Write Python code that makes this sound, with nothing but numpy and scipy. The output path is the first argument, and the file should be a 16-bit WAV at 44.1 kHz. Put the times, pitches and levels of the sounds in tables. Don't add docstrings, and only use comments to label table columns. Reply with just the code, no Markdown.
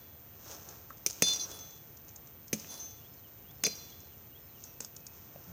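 import sys
import numpy as np
from scipy import signal
from scipy.fft import rfft, irfft
from scipy.io import wavfile
from scipy.ndimage import uniform_filter1d

SR = 44100
rng = np.random.default_rng(int(sys.argv[2]) if len(sys.argv) > 2 else 0)


def unload_audio(sound):
    columns = np.transpose(np.atleast_2d(sound))
    steps = np.round(np.clip(columns, -1, 1) * 32767)
    wavfile.write(sys.argv[1], SR, steps.astype(np.int16))


N = 243419
TIME = np.arange(N) / SR

# frequency in Hz, relative level in dB.
AIR_SPECTRUM = [(18, -62), (30, -42), (55, -7.5), (87, 0.5), (149, -3.5), (173, -7.5), (311, -12),
                (421, -13), (466, -13), (1390, -21.5), (3300, -25.5), (4710, -31.5), (6070, -26),
                (8020, -33.5), (13000, -34)]
AIR_DB = -57

# start within the phrase in seconds, length in seconds,
# first, middle and last pitch in Hz, level in dB relative to the song.
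BIRD_PHRASE = [(0, 0.038, 2780, 2890, 3140, 1), (0.033, 0.043, 3330, 3310, 3730, 6.5),
               (0.097, 0.07, 5200, 5260, 5320, -3.5), (0.16, .04, 4680, 4300, 3800, -1),
               (0.225, .055, 3430, 2990, 2700, 2)]
SONG_START_S, SONG_PERIOD_S, SONG_DB = 3.005, 0.436, -66
# start in seconds, length in seconds, first, middle and last pitch in Hz, level in dB.
FAR_WHISTLES = [(4.566, 0.29, 2700, 2630, 2600, -71.5), (4.94, 0.22, 2600, 2550, 2576, -69)]

# start in seconds, length in seconds, level in dB before the swell shape.
BOOT_STEPS = [(5.34, 0.034, -54), (5.452, 0.094, -48.5)]

# start in seconds, level in dB.
TWIG_SNAPS = [(0.688, -47.5), (1.0988, -40.5), (1.107, -41), (1.129, -47), (1.3336, -36), (1.36, -39.5),
              (1.515, -49), (1.589, -51), (1.708, -55.5), (1.971, -56), (2.082, -55.5), (2.09, -55.5),
              (2.160, -48), (2.271, -57), (2.4797, -53), (2.597, -47.5), (2.7402, -49), (2.9076, -59),
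              (3.753, -50.5), (4.0028, -55.5), (4.6383, -45.5), (4.8042, -38.5), (4.846, -42.5),
              (4.9634, -46.5), (5.066, -45.5)]
# frequency in Hz, relative level in dB.
TWIG_COLOUR = [(150, -31), (500, -11), (2000, -18), (3800, -14.5), (5000, -3), (6400, 6.5), (7600, -5),
               (9000, -12), (14000, -18), (16000, -22.5)]
TIP_DB, TIP_SPREAD_DB = -56.5, 3.5
# start in
# seconds, level in dB, pitch as a factor on the stick's.
WOOD_KNOCKS = [(0.9037, -46, 1.07), (2.6442, -54.5, 2.14), (5.3579, -49.5, 0.46)]
# frequency in Hz, relative level in dB.
STICK_COLOUR = [(120, -25), (300, -1), (700, -10.5), (1200, 6), (1800, -7.5), (2400, -25), (4000, -26),
                (6400, -21), (10000, -37)]

# peak time in seconds, swell in seconds,
# settling in seconds, peak level of the leaves in dB, peak level of the stalks in dB.
BRUSH_PUSHES = [(.515, .15, .15, -48, -51), (.71, 0.35, 0.29, -56.5, -56.5), (1.08, .015, 0.86, -50.5, -64),
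                (1.279, 0.051, 0.18, -36.5, -48.5), (1.511, 0.53, 0.32, -51, -54),
                (2.56, 0.014, .6, -51.5, -62.5), (2.725, 0.063, 0.23, -50, -55),
                (3.68, .015, 0.44, -50.5, -60), (4.611, .12, .4, -62.5, -74),
                (4.82, 0.013, 0.088, -53, -59.5), (5.14, 0.11, 0.6, -63.5, -67),
                (5.5, 0.62, .3, -64.5, -63)]
RUSTLE_RANGE_DB = 22
# frequency in Hz, relative level in dB.
LEAF_COLOUR = [(1200, -40.5), (2500, -6.5), (4500, -6), (6300, 6.5), (7500, -7.5), (10000, -13.5),
               (15000, -14.5)]
# frequency in Hz, relative level in dB.
STALK_COLOUR = [(120, -19.5), (300, 3), (600, 1), (1500, -3), (2400, -17.5), (4000, -32.5)]

# start in seconds, level in dB,
# ring time as a factor on the stem's, pitch as a factor on the stem's.
STEM_BLOWS = [(1.2228, -18.5, 0.11, 1.22), (2.531, -24, 0.62, 1.01), (3.665, -39.5, 1, .95),
              (4.807, -48, .9, 1.02)]
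# frequency in Hz, relative level in dB, 60 dB decay in seconds.
STEM_MODES = [(163, -9.5, 0.17), (211.4, -5.5, 0.25), (454, -26, 0.12), (568, -14, 0.09)]

# frequency in Hz at rest, relative level in dB, 60 dB decay in seconds.
STEEL_MODES = [(3475, -3, 1.9), (4144, -2.5, 1.12), (4747, -3, 0.74), (5300, -7, 0.22), (5805, -0.5, 0.61),
               (6282, 1.5, 0.49), (6370, -21, 0.82), (7070, -8, 0.25), (9000, -13, 0.53),
               (9900, -12.5, 0.35), (10600, -11, 0.57), (12200, -11, .3)]
# start in seconds,
# damped from in seconds, level in dB, centre in Hz, spread in Hz.
BLADE_TOUCHES = [(0.0, 0.18, -65.5, 3400, 700), (1.223, 1.321, -32, 5300, 2300),
                 (1.261, 1.33, -32.5, 3475, 300), (1.326, 1.372, -35, 5820, 380),
                 (1.394, 1.415, -42, 5200, 2800), (1.408, 1.445, -37, 5950, 400),
                 (1.498, 1.78, -49.5, 3475, 378), (1.534, 1.575, -44.5, 9900, 497),
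                 (1.587, 1.92, -45.5, 6305, 99), (2.675, 2.992, -56.5, 3475, 500),
                 (2.714, 2.8, -60, 4730, 700), (2.686, 2.763, -49.5, 6300, 199.7),
                 (2.698, 2.786, -45.5, 10100, 1200), (2.789, 2.98, -44, 6330, 200),
                 (3.646, 3.662, -29.5, 5360, 900), (3.669, 3.686, -33.5, 5850, 246.7),
                 (3.677, 3.735, -43.5, 4730, 450), (3.733, 4.04, -47, 5570, 250),
                 (3.767, 4.11, -56, 4600, 1300), (4.655, 4.715, -58.5, 5870, 180)]
TOUCH_RISE_S, DAMPED_T60_S = 0.0018, 0.021
RISE_SHARE, DAMPED_SHARE = 0.068, 0.98
# start in seconds, top speed in m/s,
# turning point in seconds after the start, time scale of the turn in seconds.
BLADE_STROKES = [(1.22, 4.8, 0.15, 0.073), (2.53, 3.3, 0.15, .08), (3.63, 4.5, .14, 0.266)]
SOUND_SPEED = 343

# start in seconds, body level in dB, mid level in dB,
# crack level in dB, 60 dB decay of mid and crack in milliseconds.
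BLADE_CUTS = [(1.0627, -42.5, -39.5, -25, 12.5), (1.0684, -52.5, -56, -34.5, 19),
              (1.221, -34.5, -31.5, -25.5, 17), (1.2225, -31, -39, -23.5, 19), (2.5292, -33, -38, -30, 28),
              (2.536, -55, -47.5, -36.5, 40), (3.636, -45, -43.5, -35, 21), (3.637, -40.5, -35, -29, 20),
              (3.6527, -43, -50, -46, 23), (3.6647, -40.5, -36, -32.5, 27), (3.6717, -38, -51, -50, 32),
              (4.804, -50, -53, -53, 32)]
BODY_DECAY_FACTOR = 1.74
# frequency in Hz, relative level in dB.
BODY_COLOUR = [(30, -43), (70, -29), (120, -13.5), (190, -1.5), (310, -5), (460, 0.5), (680, -9),
               (1200, -34.5)]
# frequency in Hz, relative level in dB.
MID_COLOUR = [(450, -26.5), (750, -5), (1100, -6), (1700, -4), (2400, 6), (3000, -1), (3800, -54)]
# frequency in Hz, relative level in dB.
CRACK_COLOUR = [(2600, -37.5), (3200, -13.5), (4500, -10), (5500, -1.5), (6300, 3), (7400, -8),
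                (10000, -13), (14000, -10), (16000, -19)]

WHINE_HZ, EDGE_HZ = 14322, 16300


def amp(db):
    return 10 ** (np.asarray(db) / 20)


def unit(x):
    return x / np.sqrt(np.mean(x ** 2) + 1e-20)


def decay_60(t, t60):
    return np.exp(-np.log(1000) * t / t60)


def add(mix, s, sound):
    part = mix[max(round(s * SR), 0):][:len(sound)]
    part += sound[:len(part)]


def colour(x, points, size=4096):
    hz, db = np.transpose(points)
    bin_hz = abs(np.fft.fftfreq(size, 1 / SR)) + 1
    log_gain = np.log(amp(np.interp(np.log(bin_hz), np.log(hz), db)))
    response = np.exp(signal.hilbert(log_gain).conj())
    taps = np.fft.ifft(response).real[:size // 2]
    return signal.fftconvolve(x, taps)[:len(x)]


def drift(rate_hz):
    spectrum = rfft(rng.standard_normal(N))
    smoothing = np.exp(-(np.fft.rfftfreq(N, 1 / SR) / rate_hz) ** 2)
    return unit(irfft(spectrum * smoothing, N))


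def crackle(per_s, spread_db):
    size = amp(spread_db * np.minimum(rng.exponential(1, N), 4))
    sign = rng.choice([-1, 1], N)
    breaks = rng.random(N) < per_s / SR
    return unit(size * sign * breaks)


def fracture(shape, t60_ms, rise, first_break, clump_db=4.0):
    t = np.arange(SR // 5) / SR
    clumps = unit(uniform_filter1d(rng.standard_normal(len(t)), size=24))
    burst = rng.standard_normal(len(t)) * amp(clump_db * clumps)
    burst *= decay_60(t, t60_ms / 1000)
    burst *= 1 - np.exp(-(t / rise) ** 2)
    burst /= np.linalg.norm(burst)
    burst[SR // 1000] += first_break
    burst = colour(burst, shape)
    return burst / np.linalg.norm(burst) * np.sqrt(SR / 100)


def air():
    noise = unit(colour(rng.standard_normal(N), AIR_SPECTRUM))
    return amp(AIR_DB) * noise * amp(0.27 * drift(6.4))


def woods(x, t60=1.0, far_db=-21, near_t60=0.087, near_db=-14):
    t = np.arange(SR) / SR
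    near = crackle(2500, spread_db=3.5)[:SR] * decay_60(t, near_t60) * (t > 0.004)
    far = crackle(2000, spread_db=2.5)[:SR] * decay_60(t, t60) * (1 - np.exp(-t / 0.016))
    far_colour = [(150, 9.5), (500, 2.0), (1300, 3.5), (3000, 3.0), (6000, -8), (14000, -22)]
    far = colour(far / np.linalg.norm(far), far_colour)
    echoes = amp(near_db) * near / np.linalg.norm(near) + amp(far_db) * far
    return signal.fftconvolve(x, echoes)[:N]


def chirp(length, *hz):
    u = np.linspace(0, 1, round(length * SR))
    pitch = np.polyval(np.polyfit([0, 0.5, 1], hz, 2), u)
    waver = amp(2.5 * unit(uniform_filter1d(rng.standard_normal(len(u)), size=300)))
    return np.sin(2 * np.pi * np.cumsum(pitch) / SR) * np.sin(np.pi * u) * waver


def birds(count=4):
    out = np.zeros(N)
    for start in SONG_START_S + SONG_PERIOD_S * np.arange(count):
        for s, *note, db in BIRD_PHRASE:
            add(out, start + s, amp(SONG_DB + db) * chirp(*note))
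    for s, *note, db in FAR_WHISTLES:
        add(out, s, amp(db) * chirp(*note))
    return out


def steps():
    out = np.zeros(N)
    soil = [(50, -18), (95, -8), (170, 11), (260, -38.0), (600, -24), (1500, -55)]
    for s, length, db in BOOT_STEPS:
        press = unit(colour(rng.standard_normal(round(length * SR)), soil))
        add(out, s, amp(db) * press * np.hanning(len(press)))
    return out


def small_snaps(count=2):
    snaps = []
    for s, _, settling, *_ in BRUSH_PUSHES:
        for late, small in rng.random((count, 2)):
            snaps.append((s + settling * late, TIP_DB - TIP_SPREAD_DB * (late + small)))
    return snaps


def twigs():
    out = np.zeros(N)
    for s, db in list(TWIG_SNAPS) + small_snaps():
        add(out, s, amp(db) * fracture(TWIG_COLOUR, t60_ms=25, rise=0.00058, first_break=0.31))
    for s, db, pitch in WOOD_KNOCKS:
        stick = [(hz * pitch, band_db) for hz, band_db in STICK_COLOUR]
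        add(out, s, amp(db) * fracture(stick, t60_ms=16, rise=0.0015, first_break=0.3))
    return out


def rustle(s, swell, settling):
    return amp(-RUSTLE_RANGE_DB * np.maximum((s - TIME) / swell, (TIME - s) / settling))


def brush():
    leaves = unit(colour(crackle(3500, spread_db=3.5), LEAF_COLOUR))
    stalks = unit(colour(crackle(2500, spread_db=2), STALK_COLOUR))
    litter = amp(-72) * unit(colour(crackle(300, spread_db=4.0), TWIG_COLOUR))
    leaf_power, stalk_power = np.zeros((2, N))
    for s, swell, settling, leaves_db, stalks_db in BRUSH_PUSHES:
        push = rustle(s, swell, settling)
        leaf_power += (amp(leaves_db) * push) ** 2
        stalk_power += (amp(stalks_db) * push) ** 2
    return litter + np.sqrt(leaf_power) * leaves + np.sqrt(stalk_power) * stalks


def stems():
    out, t = np.zeros(N), np.arange(SR // 3) / SR
    for s, blow_db, ring, pitch in STEM_BLOWS:
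        knock = np.zeros(len(t))
        for hz, db, t60 in STEM_MODES:
            knock += amp(db) * decay_60(t, t60 * ring) * np.sin(2 * np.pi * hz * pitch * t)
        add(out, s, amp(blow_db) * knock)
    return signal.sosfilt(signal.butter(2, 110, "high", fs=SR, output="sos"), out)


def ringing(gains, t60):
    power = np.zeros(N)
    t = np.arange(SR * 3 // 4) / SR
    for (s, damped_s, *_), gain in zip(BLADE_TOUCHES, gains):
        length = damped_s - s
        swell = np.minimum(t / (TOUCH_RISE_S + RISE_SHARE * length), 1)
        free = decay_60(t, t60)
        damped = decay_60(np.maximum(t - length, 0), DAMPED_T60_S + DAMPED_SHARE * length)
        add(power, s, (gain * swell * free * damped) ** 2)
    return np.sqrt(power)


def swing():
    speed = np.full(N, -BLADE_STROKES[0][1])
    for s, top_speed, turns_after, turn_takes in BLADE_STROKES:
        stroke = -top_speed * np.tanh((TIME - s - turns_after) / turn_takes)
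        speed = np.where(TIME < s, speed, stroke)
    return speed


def blade(flutter_db=1.74, turning_db=0.6):
    heard_time = np.cumsum(1 + swing() / SOUND_SPEED) / SR
    _, _, touch_db, centre, spread = np.transpose(BLADE_TOUCHES)
    out = np.zeros(N)
    for hz, db, t60 in STEEL_MODES:
        gains = amp(touch_db + db) / np.hypot(1, (hz - centre) / spread)
        tone = np.sin(2 * np.pi * hz * heard_time + 0.26 * drift(81.0))
        tone *= amp(flutter_db * drift(45) + turning_db * drift(11))
        out += ringing(gains, t60) * unit(tone)
    return out


def cuts():
    out = np.zeros(N)
    for s, body_db, mid_db, crack_db, t60_ms in BLADE_CUTS:
        body = fracture(BODY_COLOUR, t60_ms * BODY_DECAY_FACTOR, rise=0.0027, first_break=1.68)
        mid = fracture(MID_COLOUR, t60_ms, rise=0.00063, first_break=0.85)
        crack = fracture(CRACK_COLOUR, t60_ms, rise=0.00047, first_break=0.11)
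        add(out, s, amp(body_db) * body + amp(mid_db) * mid + amp(crack_db) * crack)
    return out


def scene():
    sources = birds() + steps() + twigs() + brush() + stems() + blade() + cuts()
    return (sources + woods(sources) + air())[None]


def record(dry, whine_db=-55.0):
    whine = amp(whine_db) * unit(np.sin(2 * np.pi * WHINE_HZ * TIME + 0.22 * drift(7.2)))
    low_pass = signal.firwin(255, EDGE_HZ, window=("kaiser", 9), fs=SR)
    return signal.oaconvolve(dry + whine, low_pass[None], "same")


dry = scene()
out = record(dry)
unload_audio(out)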